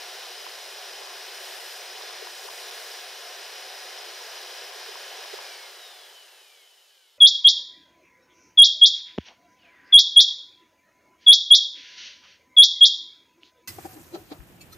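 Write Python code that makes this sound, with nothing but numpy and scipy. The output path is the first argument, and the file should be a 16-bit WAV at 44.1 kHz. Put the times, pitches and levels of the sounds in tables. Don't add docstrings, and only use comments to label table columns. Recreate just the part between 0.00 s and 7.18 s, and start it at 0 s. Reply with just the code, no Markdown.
import sys
import numpy as np
from scipy import signal
from scipy.fft import rfft, irfft, next_fast_len
from scipy.io import wavfile
from scipy.ndimage import uniform_filter1d

SR = 44100
rng = np.random.default_rng(int(sys.argv[2]) if len(sys.argv) > 2 else 0)


def put_to_file(sound):
    columns = np.atleast_2d(sound).T
    safe = np.clip(columns, -1, 1)
    whole_steps = np.round(safe * 32767)
    wavfile.write(sys.argv[1], SR, whole_steps.astype(np.int16))


def how_loud(loudness_db):
    steps = np.asarray(loudness_db, float) / 20
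    return 10 ** steps


N = 316638

# frequency in Hz, density in dB per Hz.
FAN_SPECTRUM = [(250, -2), (430, -0.5), (900, -1.5), (1200, -5), (1700, -0.5), (2400, -4), (3400, -2.5),
                (4200, -2.5), (4700, -6.5), (5500, -6.5), (6200, -12.5), (7000, -23), (9000, -30)]
# frequency in Hz, density in dB per Hz.
BRUSH_SPECTRUM = [(500, -9), (2000, -3.5), (2900, 0.5), (3800, -1), (4200, -5.5), (6500, -3), (8600, -4),
                  (10500, -3.5), (13000, -3.5), (13300, -9), (14800, -7.5), (15100, -12), (16000, -13)]
# centre in Hz, width in Hz, level in dB,
# exponent of fall with speed, left minus right in dB.
CASING_RINGS = [(730, 100, -54.5, 3.3, -1), (1670, 100, -62, 2.4, -2.5), (3028, 220, -54, 1.4, 1),
                (3760, 1400, -67, .6, 1), (5076, 250, -51, 3.1, 2.5), (5735, 190, -53.5, 5.2, 0.5),
                (6635, 130, -62, 1.6, -3), (8020, 64, -71, 1.6, -3.5), (9400, 240, -66.5, 1.8, -5),
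                (10250, 100, -72, 1.6, 1.5), (12450, 100, -74.5, 1.6, 0.5), (13000, 130, -70, 1.7, 0.5),
                (14000, 120, -70.5, 1.6, -3), (14630, 150, -74, 1.6, -4.5)]
# multiple of shaft speed, level in dB.
SHAFT_LINES = [(5, -63), (6, -71), (7, -68), (8, -62), (17, -68), (18, -66), (45, -75), (61, -78)]
# multiple of shaft speed, left minus right in dB.
BAR_LINES = [(12, 0), (24, 2), (36, 4), (48, 0), (60, 0), (72, 0)]
# level in dB, exponent of fall with speed, change while powered in dB.
BAR_DRIVE = [(2, 4, -4.5), (1, 2, -1.5), (-1.5, 2, -1), (-2.5, 2, -3), (-5.5, 2, -2), (-8, 2, 0)]
# centre in Hz, width in Hz, level in dB,
# exponent of extra fall with speed.
CASING_MODES = [(1560, 300, -54, 0), (2165, 90, -49, 0), (2340, 320, -52.5, 0), (2680, 360, -55, 0),
                (3000, 200, -47, 0), (3280, 450, -52, 0), (3540, 280, -47, 2), (3770, 200, -39.5, 3),
                (4540, 140, -49, 2), (5030, 240, -57, 0), (5680, 300, -56, 0)]
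# frequency in Hz, left minus right in dB, unrelated part in dB, left lead in rad.
STEREO_IMAGE = [(397, 0, -14, 0.13), (1150, 0.5, -13.5, 0), (1890, -0.5, -21, 0), (2600, 1.5, -13, 0.11),
                (3260, 0, -21.5, 0.28), (3880, -2.5, -11.5, 0.61), (4240, 2.5, -3.5, 1.1),
                (4870, 2, -13.5, 0.095), (5500, 0.5, -16, 0.025), (6700, -1, -7.5, 0.39),
                (7340, 7.5, -6, 0), (8600, -1, -4.5, .4), (11500, -0.5, -4, 1.4), (15300, 0, -2.5, 1.5)]
# start in seconds, length in seconds, rise in dB.
BITE_SPELLS = [
    (1.36, .46, 3.4),
    (2.34, .64, 3.0),
]
# time in seconds, peak in dB, capsule (0 left, 1 right).
THUDS = [(0.4154, -33, 1), (1.0202, -30.5, 1), (1.5039, -43, 0), (1.5396, -34, 1), (1.9594, -33, 1),
         (2.038, -34, 1), (2.0598, -38, 1), (2.229, -25.5, 0), (2.4551, -30, 0), (3.9022, -37, 1),
         (4.5311, -44.0, 1), (4.6495, -40, 1), (4.7661, -34, 1), (4.8937, -28, 1), (5.1905, -30, 1),
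         (5.3416, -22.5, 1), (5.5885, -47, 0)]
# time in seconds, peak in dB, capsule (0 left, 1 right),
# length of the following gap in ms (none if not positive).
CLICKS = [(0.4672, -24.5, 1, 4.5), (0.4897, -41.5, 1, 0.5), (0.7868, -32, 1, 0), (1.0262, -34.5, 0, 3.8),
          (1.074, -31, 1, 6.8), (1.5897, -28.5, 1, 7.5), (2.013, -27, 1, -1), (2.0993, -27, 1, 5.4),
          (2.2728, -25, 0, 0), (2.4895, -27, 0, 4.5), (2.4936, -40, 1, 5), (2.7040, -30, 1, 3.7),
          (2.706, -42, 0, 4), (3.5334, -37, 1, 0), (3.9562, -36, 1, 3.5), (4.0358, -34.5, 1, 6),
          (4.211, -29, 1, 2.5), (4.5815, -37, 1, 1.5), (4.7147, -40, 1, 7), (4.816, -30, 1, 2),
          (4.957, -24.5, 1, 4.5), (5.2502, -27.5, 1, 6.5), (5.39, -24.5, 1, 11), (5.6464, -46, 1, 1.6)]

SHAFT_HZ, CREEP_HZ_PER_S, OFF_S = 207.45, 0.085, 5.4006
DRAG_PER_S, FRICTION_HZ_PER_S = 0.4279, 34.5
FAN_DB, FAN_SPEED_POWER = -41.5, 2.71
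BITE_DB, BITE_SAG_DB_PER_S, BITE_SPEED_POWER, SPELL_RAMP_S = -53, 0.26, 1.5, 0.16
CASING_FLOOR_DB, CASING_KNEE_HZ, CASING_FALL_DB_PER_OCTAVE = -64, 4000, 7
ROOM_DB, ROOM_LO_HZ, ROOM_HI_HZ = -76, 350, 1100
GAP_DB, GAP_DB_PER_MS, EDGE_DB = -6, -4.5, -39
FLUTTER_LEAD_MS, FLUTTER_SHARE = 5.2, 0.436
LOW_CUT_HZ, TOP_HZ = 360.4, 15720


def shape(table, hz, column=1):
    table = np.array(table)
    return np.interp(np.log(hz + 1e-9), np.log(table[:, 0]), table[:, column])


def filtered(x, order, hz, kind="low", both_ways=False):
    sos = signal.butter(order, hz, kind, fs=SR, output="sos")
    return signal.sosfiltfilt(sos, x) if both_ways else signal.sosfilt(sos, x)


def walk(rate_hz):
    hold_ms = int(1000 / rate_hz)
    steps = int(N / SR * 1000) + 2
    levels = np.repeat(rng.standard_normal(steps // hold_ms + 1), hold_ms)
    levels = uniform_filter1d(uniform_filter1d(levels, hold_ms), hold_ms)
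    return 1.3 * np.interp(np.arange(N) * 1000 / SR, np.arange(len(levels)), levels)


def panned(x, lean_db):
    return x * how_loud(np.array([[lean_db / 2], [-lean_db / 2]]))


def stereo_noise():
    size = next_fast_len(N)
    hz = np.arange(size // 2 + 1) * SR / size
    mid, side = rfft(rng.standard_normal((2, size)))
    side = side * how_loud(shape(STEREO_IMAGE, hz, column=2))
    lead_rad = shape(STEREO_IMAGE, hz, column=3)
    lean = how_loud(shape(STEREO_IMAGE, hz) / 2) * np.exp(0.5j * lead_rad)
    return np.array([(mid + side) * lean, (mid - side) / lean]), hz


def shaft():
    t = np.arange(N) / SR
    rest_hz = FRICTION_HZ_PER_S / DRAG_PER_S
    powered_hz = SHAFT_HZ + CREEP_HZ_PER_S * np.minimum(t, OFF_S)
    return (powered_hz + rest_hz) * np.exp(-DRAG_PER_S * np.maximum(t - OFF_S, 0)) - rest_hz


def bite(speed):
    t = np.arange(N) / SR
    db = BITE_DB - BITE_SAG_DB_PER_S * np.minimum(t, OFF_S) + 20 * BITE_SPEED_POWER * np.log10(speed)
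    for start_s, length_s, rise_db in BITE_SPELLS:
        inside_s = np.minimum(t - start_s, start_s + length_s - t)
        db = db + rise_db * np.clip(inside_s / SPELL_RAMP_S + 0.5, 0, 1)
    return db


def rush(spectrum, gust_db, flicker_db):
    spectra, hz = stereo_noise()
    spectra = spectra * how_loud(shape(spectrum, hz))
    out, gust = 0, gust_db * walk(9)
    for octave in range(8, 15):
        band = np.cos(np.pi / 2 * np.clip(np.log2(hz + 1e-9) - octave, -1, 1)) ** 2
        out = out + irfft(spectra * band)[:, :N] * how_loud(gust + flicker_db * walk(14))
    return out / np.sqrt(np.mean(out.mean(0) ** 2))


def fan(speed):
    return rush(FAN_SPECTRUM, gust_db=0.5, flicker_db=0.36) * how_loud(FAN_DB) * speed ** FAN_SPEED_POWER


def brush(bite_db):
    return rush(BRUSH_SPECTRUM, gust_db=0.0, flicker_db=0.1) * how_loud(bite_db + 3.0)


def wear(hz, speed, bite_db, spread_db=3.5, count=96):
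    size = 2048
    harmonics = how_loud(spread_db * rng.standard_normal(count)) * np.exp(2j * np.pi * rng.random(count))
    turn = irfft(np.pad(harmonics, (1, size // 2 - count)))
    place = np.cumsum(hz) / SR % 1 * size
    comb = np.interp(place, np.arange(size + 1), np.append(turn, turn[0]))
    comb = filtered(comb, 3, [2800, 5600], "band")
    return comb / comb.std() * how_loud(bite_db - 7) / np.sqrt(speed)


def rings(speed, bite_db):
    spectra, hz = stereo_noise()
    out, swell = 0, how_loud(np.clip(bite_db + 54.0, 0, None))
    for centre_hz, width_hz, db, power, lean_db in CASING_RINGS:
        ring = irfft(spectra / (1 + (2 * (hz - centre_hz) / width_hz) ** 2))[:, :N]
        gain = how_loud(db) / ring.mean(0).std() * speed ** power
        if centre_hz > 7500:
            gain = gain * swell
        out = out + panned(ring * gain, lean_db)
    return out


def casing(hz, speed):
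    octaves = np.log2(np.maximum(hz / CASING_KNEE_HZ, 1))
    power_gain = how_loud(CASING_FLOOR_DB - CASING_FALL_DB_PER_OCTAVE * octaves) ** 2
    for centre_hz, width_hz, db, power in CASING_MODES:
        mode = how_loud(db) * speed ** power / (1 + (2 * (hz - centre_hz) / width_hz) ** 2)
        power_gain = power_gain + mode ** 2
    return np.sqrt(power_gain)


def sine(order, turns):
    return np.sqrt(2) * np.sin(2 * np.pi * (order * turns + rng.random()))


def shaft_lines(turns, speed):
    out = np.zeros((2, N))
    for order, db in SHAFT_LINES:
        out += sine(order, turns) * how_loud(db + 2.2 * walk(5)) * speed ** 2.6
    return out


def bar_lines(turns, hz, speed):
    out = np.zeros((2, N))
    sample = np.arange(N)
    coarse = sample[::64]
    powered = np.clip((OFF_S - sample / SR) / 0.03 + 1, 0, 1)
    for (order, lean_db), (db, power, powered_db) in zip(BAR_LINES, BAR_DRIVE):
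        response = np.interp(sample, coarse, casing(order * hz[coarse], speed[coarse]))
        gain = response * speed ** power * how_loud(db + powered_db * powered + 0.9 * walk(8.5))
        out += panned(sine(order, turns) * gain, lean_db)
    return out


def room():
    mid, side = filtered(rng.standard_normal((2, N)), 2, [ROOM_LO_HZ, ROOM_HI_HZ], "band")
    return (mid + 0.4 * side * np.array([[1], [-1]])) / mid.std() * how_loud(ROOM_DB)


def draught(speed, db=-106, gust_db=6):
    rumble = filtered(rng.standard_normal(N), 2, 260)
    return rumble / rumble.std() * how_loud(db + gust_db * walk(16)) * speed ** 3


def bursts(table, pulse):
    out = np.zeros((2, N))
    for s, db, capsule, *_ in table:
        out[int(capsule > 0.5), int(s * SR)] = how_loud(db) * rng.choice([-1, 1])
    return signal.fftconvolve(out, pulse[None] / np.abs(pulse).max(), "same")


def hiss_gaps():
    depth_db, edges = np.zeros((2, N)), []
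    gaps = [(s, capsule, ms) for s, _, capsule, ms in CLICKS if ms > 0]
    gaps += [(s - FLUTTER_LEAD_MS / 1000, capsule, ms * FLUTTER_SHARE) for s, capsule, ms in gaps]
    for s, capsule, ms in gaps:
        end_s = s + ms / 1000
        depth_db[int(capsule > 0.5), int(s * SR):int(end_s * SR)] = GAP_DB + GAP_DB_PER_MS * ms
        edges += [(s, EDGE_DB, capsule), (end_s, EDGE_DB, capsule)]
    return uniform_filter1d(depth_db, size=12), edges


def overload(x, thud_hz=430, click_hz=980, split_hz=800):
    depth_db, edges = hiss_gaps()
    lows = filtered(x, 4, split_hz, both_ways=True)
    x = lows + (x - lows) * how_loud(depth_db)
    t = np.arange(-1024, 1025) / SR
    thud = np.cos(2 * np.pi * thud_hz * t) * np.exp(-np.abs(t) / 0.0017)
    thud = thud + 0.61 * np.roll(thud, int(-0.0048 * SR))
    click = np.cos(2 * np.pi * click_hz * t) * np.exp(-np.abs(t) / 0.0014)
    click = click + 1.2 * np.exp(-(t / 0.00011) ** 2)
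    click = filtered(click, 4, split_hz, "high", both_ways=True)
    return x + bursts(THUDS, thud) + 1.42 * bursts(CLICKS, click) + 1.3 * bursts(edges, click)


def scene():
    hz = shaft()
    speed = hz / SHAFT_HZ
    bite_db = bite(speed)
    turns = np.cumsum(hz * (1 + 0.00043 * walk(12))) / SR
    noise = fan(speed) + brush(bite_db) + wear(hz, speed, bite_db) + rings(speed, bite_db)
    tones = shaft_lines(turns, speed) + bar_lines(turns, hz, speed)
    return noise + tones + room()


def band_limit(x):
    return signal.sosfilt(signal.butter(12, 16070, fs=SR, output="sos"), x)


def record(dry):
    low_cut = signal.ellip(5, 0.4, 42, LOW_CUT_HZ, "high", fs=SR, output="sos")
    top_cut = signal.ellip(10, 0.2, 40, TOP_HZ, fs=SR, output="sos")
    x = signal.sosfiltfilt(low_cut, overload(dry))
    x = x + draught(shaft() / SHAFT_HZ)
    x = signal.sosfiltfilt(top_cut, x)
    return band_limit(x)


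dry = scene()
out = record(dry)
put_to_file(out)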